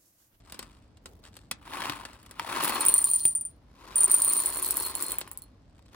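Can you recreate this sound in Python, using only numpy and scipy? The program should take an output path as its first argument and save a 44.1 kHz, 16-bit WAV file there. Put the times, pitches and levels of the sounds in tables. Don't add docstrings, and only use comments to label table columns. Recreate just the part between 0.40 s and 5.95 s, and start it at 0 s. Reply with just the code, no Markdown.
import sys
import numpy as np
from scipy import signal
from scipy.fft import rfft, irfft, next_fast_len
from scipy.io import wavfile
from scipy.ndimage import map_coordinates

SR = 44100
rng = np.random.default_rng(int(sys.argv[2]) if len(sys.argv) > 2 else 0)


def transcribe(u):
    v = np.clip(np.atleast_2d(u).T, -1, 1)
    q = np.round(v * 32767).astype(np.int16)
    wavfile.write(sys.argv[1], SR, q)


N = 244755

# start_s, click_level_db, glass_ring_level_db
LANDINGS = [(2.4069, -23.5, -24.5), (2.452, -16.5, -33), (2.4625, -19, -15), (2.4841, -12.5, -16),
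            (2.5402, -13.5, -11.5), (2.5803, -21.5, -16), (2.642, -16.5, -17), (2.713, -25, -21),
            (2.7346, -23, -18), (2.759, -28, -19), (2.8529, -18.5, -13.5), (2.88, -28.5, -27),
            (2.9512, -27, -22), (3.01, -31.5, -28.5), (3.0512, -38, -31), (3.5575, -21.5, -19),
            (3.5811, -21.5, -20), (3.606, -18, -16.5), (3.6333, -17.5, -20), (3.642, -24.5, -10.5),
            (3.7148, -14.5, -17), (3.7417, -22.5, -13), (3.8195, -18, -17.5), (3.848, -15.5, -18.5),
            (3.8912, -25, -22), (3.9342, -19, -21.5), (3.9676, -20, -26), (4.0032, -21, -37),
            (4.0594, -16.5, -22), (4.1713, -24, -30.5), (4.2263, -21.5, -29.5), (4.261, -22.5, -41.5),
            (4.3079, -17, -48), (4.37, -16.5, -31), (4.5524, -19.5, -41), (4.6246, -19.5, -46),
            (4.6663, -29, -48.5), (4.7194, -22, -40), (4.785, -22.5, -61), (4.878, -42, -66),
            (4.9145, -31, -67), (4.9745, -30.5, -70), (5.0205, -37.5, -74)]
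# start_s, ring_level_db
RIM_STRIKES = [(2.347, -36.5), (2.408, -37), (2.493, -45), (2.80, -50.5), (3.581, -45.5), (3.953, -47.5),
               (4.031, -44.5), (4.129, -41.5), (4.392, -40), (4.443, -39.5), (4.553, -45), (5.02, -56)]
# full_flow_s, rise_s, hold_s, t60_s, level_db
POURS = [(2.31, 0.11, 0.06, 0.25, -41), (2.48, 0.014, 0.31, .6, -46.5), (3.74, 0.11, 0.74, 0.24, -43.5),
         (4.62, 0.045, 0.092, 0.2, -46)]
# pitch_hz, level_db, t60_s
WALL_MODES = [(9077, 2, 0.12), (9000, -19.5, 0.043), (8840, -51, .04), (15400, -29, .02)]
# pitch_hz, level_db, t60_s
RIM_MODES = [(4243, 4, 0.15), (10500, -2, 0.15), (15530, -3, 0.087)]
# frequency_hz, level_db_per_hz
BEAN_SPECTRUM = [(1000, -35), (3000, -11), (5000, -12), (6400, -16), (7500, -9.5), (9000, -5),
                 (11200, -1.5), (12000, -8), (12700, -11), (13800, -8), (15500, 5.5), (16100, -23),
                 (17000, -28.5)]
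# full_flow_s, rise_s, hold_s, t60_s, level_db
SLIDES = [(0.14, 0.069, 0.1, 0.75, -58), (0.848, .016, .02, 0.18, -59), (1.43, 0.13, 0.048, 0.81, -36),
          (2.23, 0.16, 0.071, 1.0, -30), (3.68, 0.21, 1.03, .85, -44.5), (5.55, 0.021, 0.018, 0.25, -49.5)]
# frequency_hz, level_db_per_hz
DEEP_SPECTRUM = [(50, -31.5), (130, -14.5), (290, -3), (420, -11.5), (680, -9.5), (930, -0.5), (1130, -0.5),
                 (1600, -8.5), (2500, -10), (4200, -14.5), (6400, -24), (10500, -17.5), (12800, -33.5),
                 (15500, -22)]
# frequency_hz, level_db_per_hz
LIP_SPECTRUM = [(50, -40), (160, -10), (330, 1), (470, -5), (720, -8), (1020, 3), (1550, -7), (2600, -10),
                (4200, -12), (5500, -15), (6500, -18.5), (11000, -21), (16000, -29)]
# start_s, peak_level_db, treble_level_db (against the peak)
SNAPS = [(0.0982, -37, -9), (0.1227, -28.5, 7.5), (0.1439, -32, -20), (0.192, -23.5, 2.5),
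         (0.2274, -31, -2.5), (0.5709, -45.5, -25), (0.6581, -28, -12), (0.9674, -34.5, 3),
         (1.1129, -16, 6), (1.2527, -44, -14), (1.5594, -40, 7), (1.6518, -25.5, -12), (1.7324, -40.5, -3),
         (1.8295, -46.5, 9.5), (1.862, -39.5, 5), (1.911, -33.5, 9), (4.813, -24, 0)]
# full_grip_s, rise_s, hold_s, t60_s, level_db
GRIPS = [(0.02, 0.061, 0.28, .8, -66.5), (0.852, .018, .015, .2, -58), (0.965, 0.032, 0.026, .25, -59.5),
         (1.75, 0.062, 0.14, .3, -66), (2.04, 0.028, 0.016, 0.15, -52), (5.42, 0.16, 0.13, .3, -72)]
# start_s, peak_level_db
BUMPS = [(1.112, -24), (1.335, -20), (1.42, -18), (1.456, -15), (1.497, -9), (1.522, -21), (1.996, -12),
         (2.163, -14), (4.876, -32), (4.915, -34), (5.392, -44)]
# start_s, peak_level_db
THUDS = [(0.19, -52), (1.112, -42), (1.497, -30), (2.853, -29.5), (4.786, -34)]
# full_speed_s, rise_s, hold_s, t60_s, level_db
RUBS = [(0.66, .03, 0.066, 1, -59)]
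# frequency_hz, level_db_per_hz
PAPER_SPECTRUM = [(50, -57), (150, -1.5), (400, 0), (750, -3), (1300, 1), (2300, -3), (4800, -1.5),
                  (6400, -9.5), (8000, -1), (11000, -16.5), (12700, -19.5), (15000, -17.5), (17000, -45.5)]
# frequency_hz, level_db_per_hz
CREASE_SPECTRUM = [(2000, -18), (5000, -16), (8500, 2), (11000, 8.5), (12700, -14.5), (15000, 7.5),
                   (17000, -27)]
# frequency_hz, level_db_per_hz
BUMP_SPECTRUM = [(50, -39.5), (130, -27.5), (300, -1), (650, -11), (950, 9.5), (1500, -1), (2500, -3.5),
                 (4500, -7.5), (7000, -15), (16000, -20)]
# frequency_hz, level_db_per_hz
THUD_SPECTRUM = [(20, -32.5), (60, -11), (100, -1.5), (330, -2), (700, -12), (1300, -18), (3300, -10),
                 (6000, -22), (16000, -50)]
# frequency_hz, level_db_per_hz
RUB_SPECTRUM = [(200, -36), (390, -6), (450, 3.5), (520, -12.5), (850, -13), (1500, -26.5)]
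# frequency_hz, t60_s
KITCHEN_DECAY = [(200, 0.311), (2000, 0.15), (8000, 0.096), (15000, 0.015)]
# frequency_hz, level_db_per_hz
ROOM_SPECTRUM = [(15, -49.5), (28, -26.5), (48, -3.5), (70, -9), (104, -8), (135, -15.5), (290, -16.5),
                 (370, -26), (620, -26), (1030, -33), (2500, -42.5), (5000, -44.5), (10000, -62),
                 (13000, -76)]
# frequency_hz, left_minus_right_db
BAG_LEAN = [(100, -0.5), (380, 0.5), (700, 6), (1300, 3.5), (2400, 1), (4400, 3), (8000, -1)]
# frequency_hz, left_right_likeness (-1 to 1)
BAG_ALIKE = [(60, 1), (300, 1), (700, 0.86), (1400, 0.41), (2500, 1), (4400, 0.54), (9000, 0.037)]
# frequency_hz, left_right_likeness (-1 to 1)
CLICK_ALIKE = [(3000, 0.18), (8000, 0.5), (11000, -0.2), (15000, -0.69)]
# frequency_hz, left_right_likeness (-1 to 1)
ROOM_ALIKE = [(60, 1), (300, 0.87), (1000, 0.23), (4000, 0.074)]

TOP_HZ = 16400
SAG_DB_PER_S = 1
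BOUNCE_S, BOUNCE_DB = 0.016, -11
COVER_START_S, COVER_FULL_S = 4, 4.03
COVER_LOSS_DB = 15
COVER_DB_PER_S = 372
CHECK_DB = -17.5
CLUMPS_PER_S, CLUMP_DB = 44, 4
STRAY_CLICK_DB, STRAY_RING_DB = 15.5, 17.5
STRAY_SCATTER_DB = 3
DRY_DB = -64.5


def clicks(landed):
    hits = np.zeros((2, N))
    for s, click_db, _ in landed:
        add(hits, s, amp(click_db + 2) * tick(7000, 16000, t60=.007, count=8))
        crack = burst(t60=.003) + amp(-13) * burst(t60=.03)
        add(hits, s, amp(click_db - 5) * crack)
    voices = [tick(4000, 16500, t60=.006, count=9) for _ in range(80)]
    stream = shower(voices, scatter_db=23, count=1350)
    rattle = stream + amp(-7) * grains(rate=1200, scatter_db=4, t60=.006)
    pouring = amp(4) * level(POURS) * clumping() * rattle
    return colour(hits + pouring, BEAN_SPECTRUM)


def jar(landed):
    wall, rim = np.zeros(N), np.zeros((2, N))
    t = np.arange(SR // 3) / SR
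    check = 0.19 + .55 * np.exp(-t / 0.00058)
    for s, _, ring_db in sorted(landed):
        force = min(1, amp(ring_db - CHECK_DB))
        ringing = wall[round(s * SR):][:len(t)]
        ringing *= check[:len(ringing)] ** force
        damping_db = COVER_DB_PER_S * cover(s) * t
        add(wall, s, amp(ring_db + 3 - damping_db) * ring(WALL_MODES, scatter_db=9))
    for s, db in RIM_STRIKES:
        side_db = rng.normal(0, 1.4, (2, 1))
        add(rim, s, amp(db - 1 + side_db) * ring(RIM_MODES, scatter_db=2))
    brush = level(POURS) * grains(rate=400, scatter_db=3, t60=.002)
    voice = ring(RIM_MODES, scatter_db=0)
    sing = signal.fftconvolve(brush, voice[None] / np.linalg.norm(voice), axes=1)[:, :N]
    return wall + rim + amp(-4.5) * sing


def contacts(count):
    rows = []
    for (s, click_db, ring_db), chance in zip(LANDINGS, rng.random(len(LANDINGS))):
        rows.append((s, click_db, ring_db))
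        hop_s = BOUNCE_S * (.5 + chance)
        rows.append((s + hop_s, click_db + BOUNCE_DB, ring_db + BOUNCE_DB))
    flow_db = 20 * np.log10(level(POURS) + 1e-9)
    flow_db = np.where(flow_db > DRY_DB, flow_db, -120)
    first, last = LANDINGS[0][0], LANDINGS[-1][0]
    times = first + (last - first) * (np.arange(count) + rng.random(count)) / count
    scatter = STRAY_SCATTER_DB * np.clip(rng.standard_normal((count, 2)), -2, 2)
    for s, (click_db, ring_db) in zip(times, scatter):
        db = flow_db[round(s * SR)]
        shielded_db = ring_db - COVER_LOSS_DB * cover(s)
        rows.append((s, db + STRAY_CLICK_DB + click_db, db + STRAY_RING_DB + shielded_db))
    return rows


def cover(s):
    return np.interp(s, [COVER_START_S, COVER_FULL_S], [0, 1])


def clumping():
    knots = rng.standard_normal(1000)
    place = np.arange(N) * CLUMPS_PER_S / SR
    return unit(amp(CLUMP_DB * map_coordinates(knots, [place], mode="wrap")))


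def sliding():
    at_lip = np.interp(np.arange(N) / SR, [2.35, 2.7], [0, 1])
    patches = [tick(100, 16000, t60=.018, count=26) for _ in range(60)]
    taps = shower(patches, scatter_db=21, count=2600)
    slides = level(SLIDES) * unit(taps + amp(-1) * grains(rate=610, scatter_db=1, t60=0.011))
    deep = colour(slides * np.sqrt(1 - at_lip), DEEP_SPECTRUM)
    shallow = colour(slides * np.sqrt(at_lip), LIP_SPECTRUM)
    return amp(-1) * deep + amp(1.5) * shallow


def bag():
    snaps, crisp, bumps, thuds = np.zeros((4, 2, N))
    for s, db, treble_db in SNAPS:
        add(snaps, s, amp(db - 7.5) * burst(t60=0.035))
        add(crisp, s, amp(db + treble_db - 11.5) * burst(t60=0.00934))
    for s, db in BUMPS:
        add(bumps, s, amp(db + 3) * knock(t60=.022, blur_db=-13))
    for s, db in THUDS:
        add(thuds, s, amp(db + 17) * knock(t60=0.03, blur_db=-21.5))
    crackle = amp(2) * level(GRIPS) * grains(rate=260, scatter_db=5, t60=.012)
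    rub = amp(-2) * level(RUBS) * grains(rate=300, scatter_db=2, t60=.02)
    paper = colour(snaps + crackle, PAPER_SPECTRUM) + colour(crisp, CREASE_SPECTRUM)
    blows = colour(bumps, BUMP_SPECTRUM) + colour(thuds, THUD_SPECTRUM)
    return paper + blows + colour(rub, RUB_SPECTRUM)


def kitchen(x):
    hz, t, z = signal.stft(rng.standard_normal((2, SR // 2)), SR, nperseg=256)
    fade = amp(-60 * t / along(KITCHEN_DECAY, hz)[:, None])
    tail = signal.istft(z * fade, SR, nperseg=256)[1]
    tail = np.pad(tail, ((0, 0), (SR // 300, 0)))
    tail *= amp(-14) / np.linalg.norm(tail[0])
    return signal.fftconvolve(x, tail, axes=1)[:, :N]


def quiet_room():
    noise = rng.standard_normal((2, N))
    return amp(-56.5) * spread(colour(noise, ROOM_SPECTRUM, size=16384), ROOM_ALIKE)


def ring(modes, scatter_db):
    t = np.arange(SR // 3) / SR
    hz, db, t60 = np.transpose(modes)[:, :, None]
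    vary = scatter_db * rng.standard_normal(db.shape) * (np.arange(len(db)) > 0)[:, None]
    swell = 1 - np.exp(-t / .0005)
    return swell * np.sum(amp(db + vary - 60 * t / t60) * np.sin(2 * np.pi * hz * t), axis=0)


def tick(low_hz, high_hz, t60, count):
    t = np.arange(SR // 40) / SR
    steps = (np.arange(count) + rng.random(count))[:, None] / count
    hz = low_hz + (high_hz - low_hz) * steps
    swing = np.exp(2j * np.pi * hz * t)
    weights = rng.standard_normal((2, count)) + 1j * rng.standard_normal((2, count))
    return (2 * weights / np.linalg.norm(weights) @ swing).real * amp(-60 * t / t60)


def burst(t60):
    t = np.arange(SR // 8) / SR
    return rng.standard_normal((2, len(t))) * amp(-60 * t / t60)


def knock(t60, blur_db):
    sound = amp(blur_db) * burst(t60)
    sound[0, 0] += 1
    return sound


def grains(rate, scatter_db, t60):
    sizes = (rng.random(N) < rate / SR) * amp(scatter_db * np.clip(rng.standard_normal(N), -2, 2))
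    decay = amp(-60 * np.arange(SR // 20) / SR / t60)
    power = np.abs(signal.fftconvolve(sizes ** 2, decay ** 2)[:N])
    return unit(np.sqrt(power) * rng.standard_normal((2, N)))


def shower(voices, scatter_db, count):
    track = np.zeros((2, N))
    for when, which, size in rng.random((count, 3)):
        voice = voices[int(which * len(voices))]
        add(track, when * N / SR, amp(scatter_db * size) * voice)
    return unit(track)


def level(moves):
    t = np.arange(N) / SR
    gain = np.zeros(N)
    for s, rise, hold, t60, db in moves:
        swell = np.exp(-(np.minimum(t - s, 0) / rise) ** 2)
        sag_db = SAG_DB_PER_S * np.maximum(t - s, 0)
        fade_db = 60 * np.maximum(t - s - hold, 0) / t60
        gain += swell * amp(db - sag_db - fade_db)
    return gain


def colour(x, spectrum, size=2048):
    cepstrum = irfft(np.log(amp(along(spectrum, np.fft.rfftfreq(size, 1 / SR)))))
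    cepstrum[1:size // 2] *= 2
    cepstrum[size // 2 + 1:] = 0
    response = irfft(np.exp(rfft(cepstrum)))
    return signal.fftconvolve(x, response[None] / np.linalg.norm(response), axes=1)[:, :N]


def spread(pair, alike, lean=((1000, 0),), lead=0):
    m = next_fast_len(N + SR // 4)
    hz = np.fft.rfftfreq(m, 1 / SR)
    turn = np.arccos(np.clip(along(alike, hz), -.99, .99)) / 2
    mid, side = rfft(pair, m) * [np.cos(turn), np.sin(turn)]
    left = amp(along(lean, hz) / 2) * np.exp(1j * np.pi * hz * lead)
    return irfft([(mid + side) * left, (mid - side) / left], m)[:, :N]


def add(track, s, sound):
    start = max(0, round(s * SR))
    part = track[..., start:start + sound.shape[-1]]
    part += sound[..., :part.shape[-1]]


def along(points, hz):
    f, v = np.transpose(points)
    return np.interp(np.log(hz + 1), np.log(f + 1), v)


def amp(db):
    return 10 ** (np.asarray(db) / 20)


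def unit(x):
    return x / np.sqrt(np.mean(x ** 2) + 1e-20)


def scene():
    landed = contacts(count=190)
    beans = spread(clicks(landed), CLICK_ALIKE)
    glass = jar(landed)
    paper = spread(bag() + sliding(), BAG_ALIKE, BAG_LEAN, lead=.00007)
    sent_to_room = paper + amp(6.5) * beans + amp(-13) * glass
    return paper + beans + glass + kitchen(sent_to_room) + quiet_room()


def record(dry):
    m = next_fast_len(N + SR // 4)
    kept = np.fft.rfftfreq(m, 1 / SR) < TOP_HZ
    return irfft(rfft(dry, m) * kept, m)[:, :N]


dry = scene()
out = record(dry)
transcribe(out)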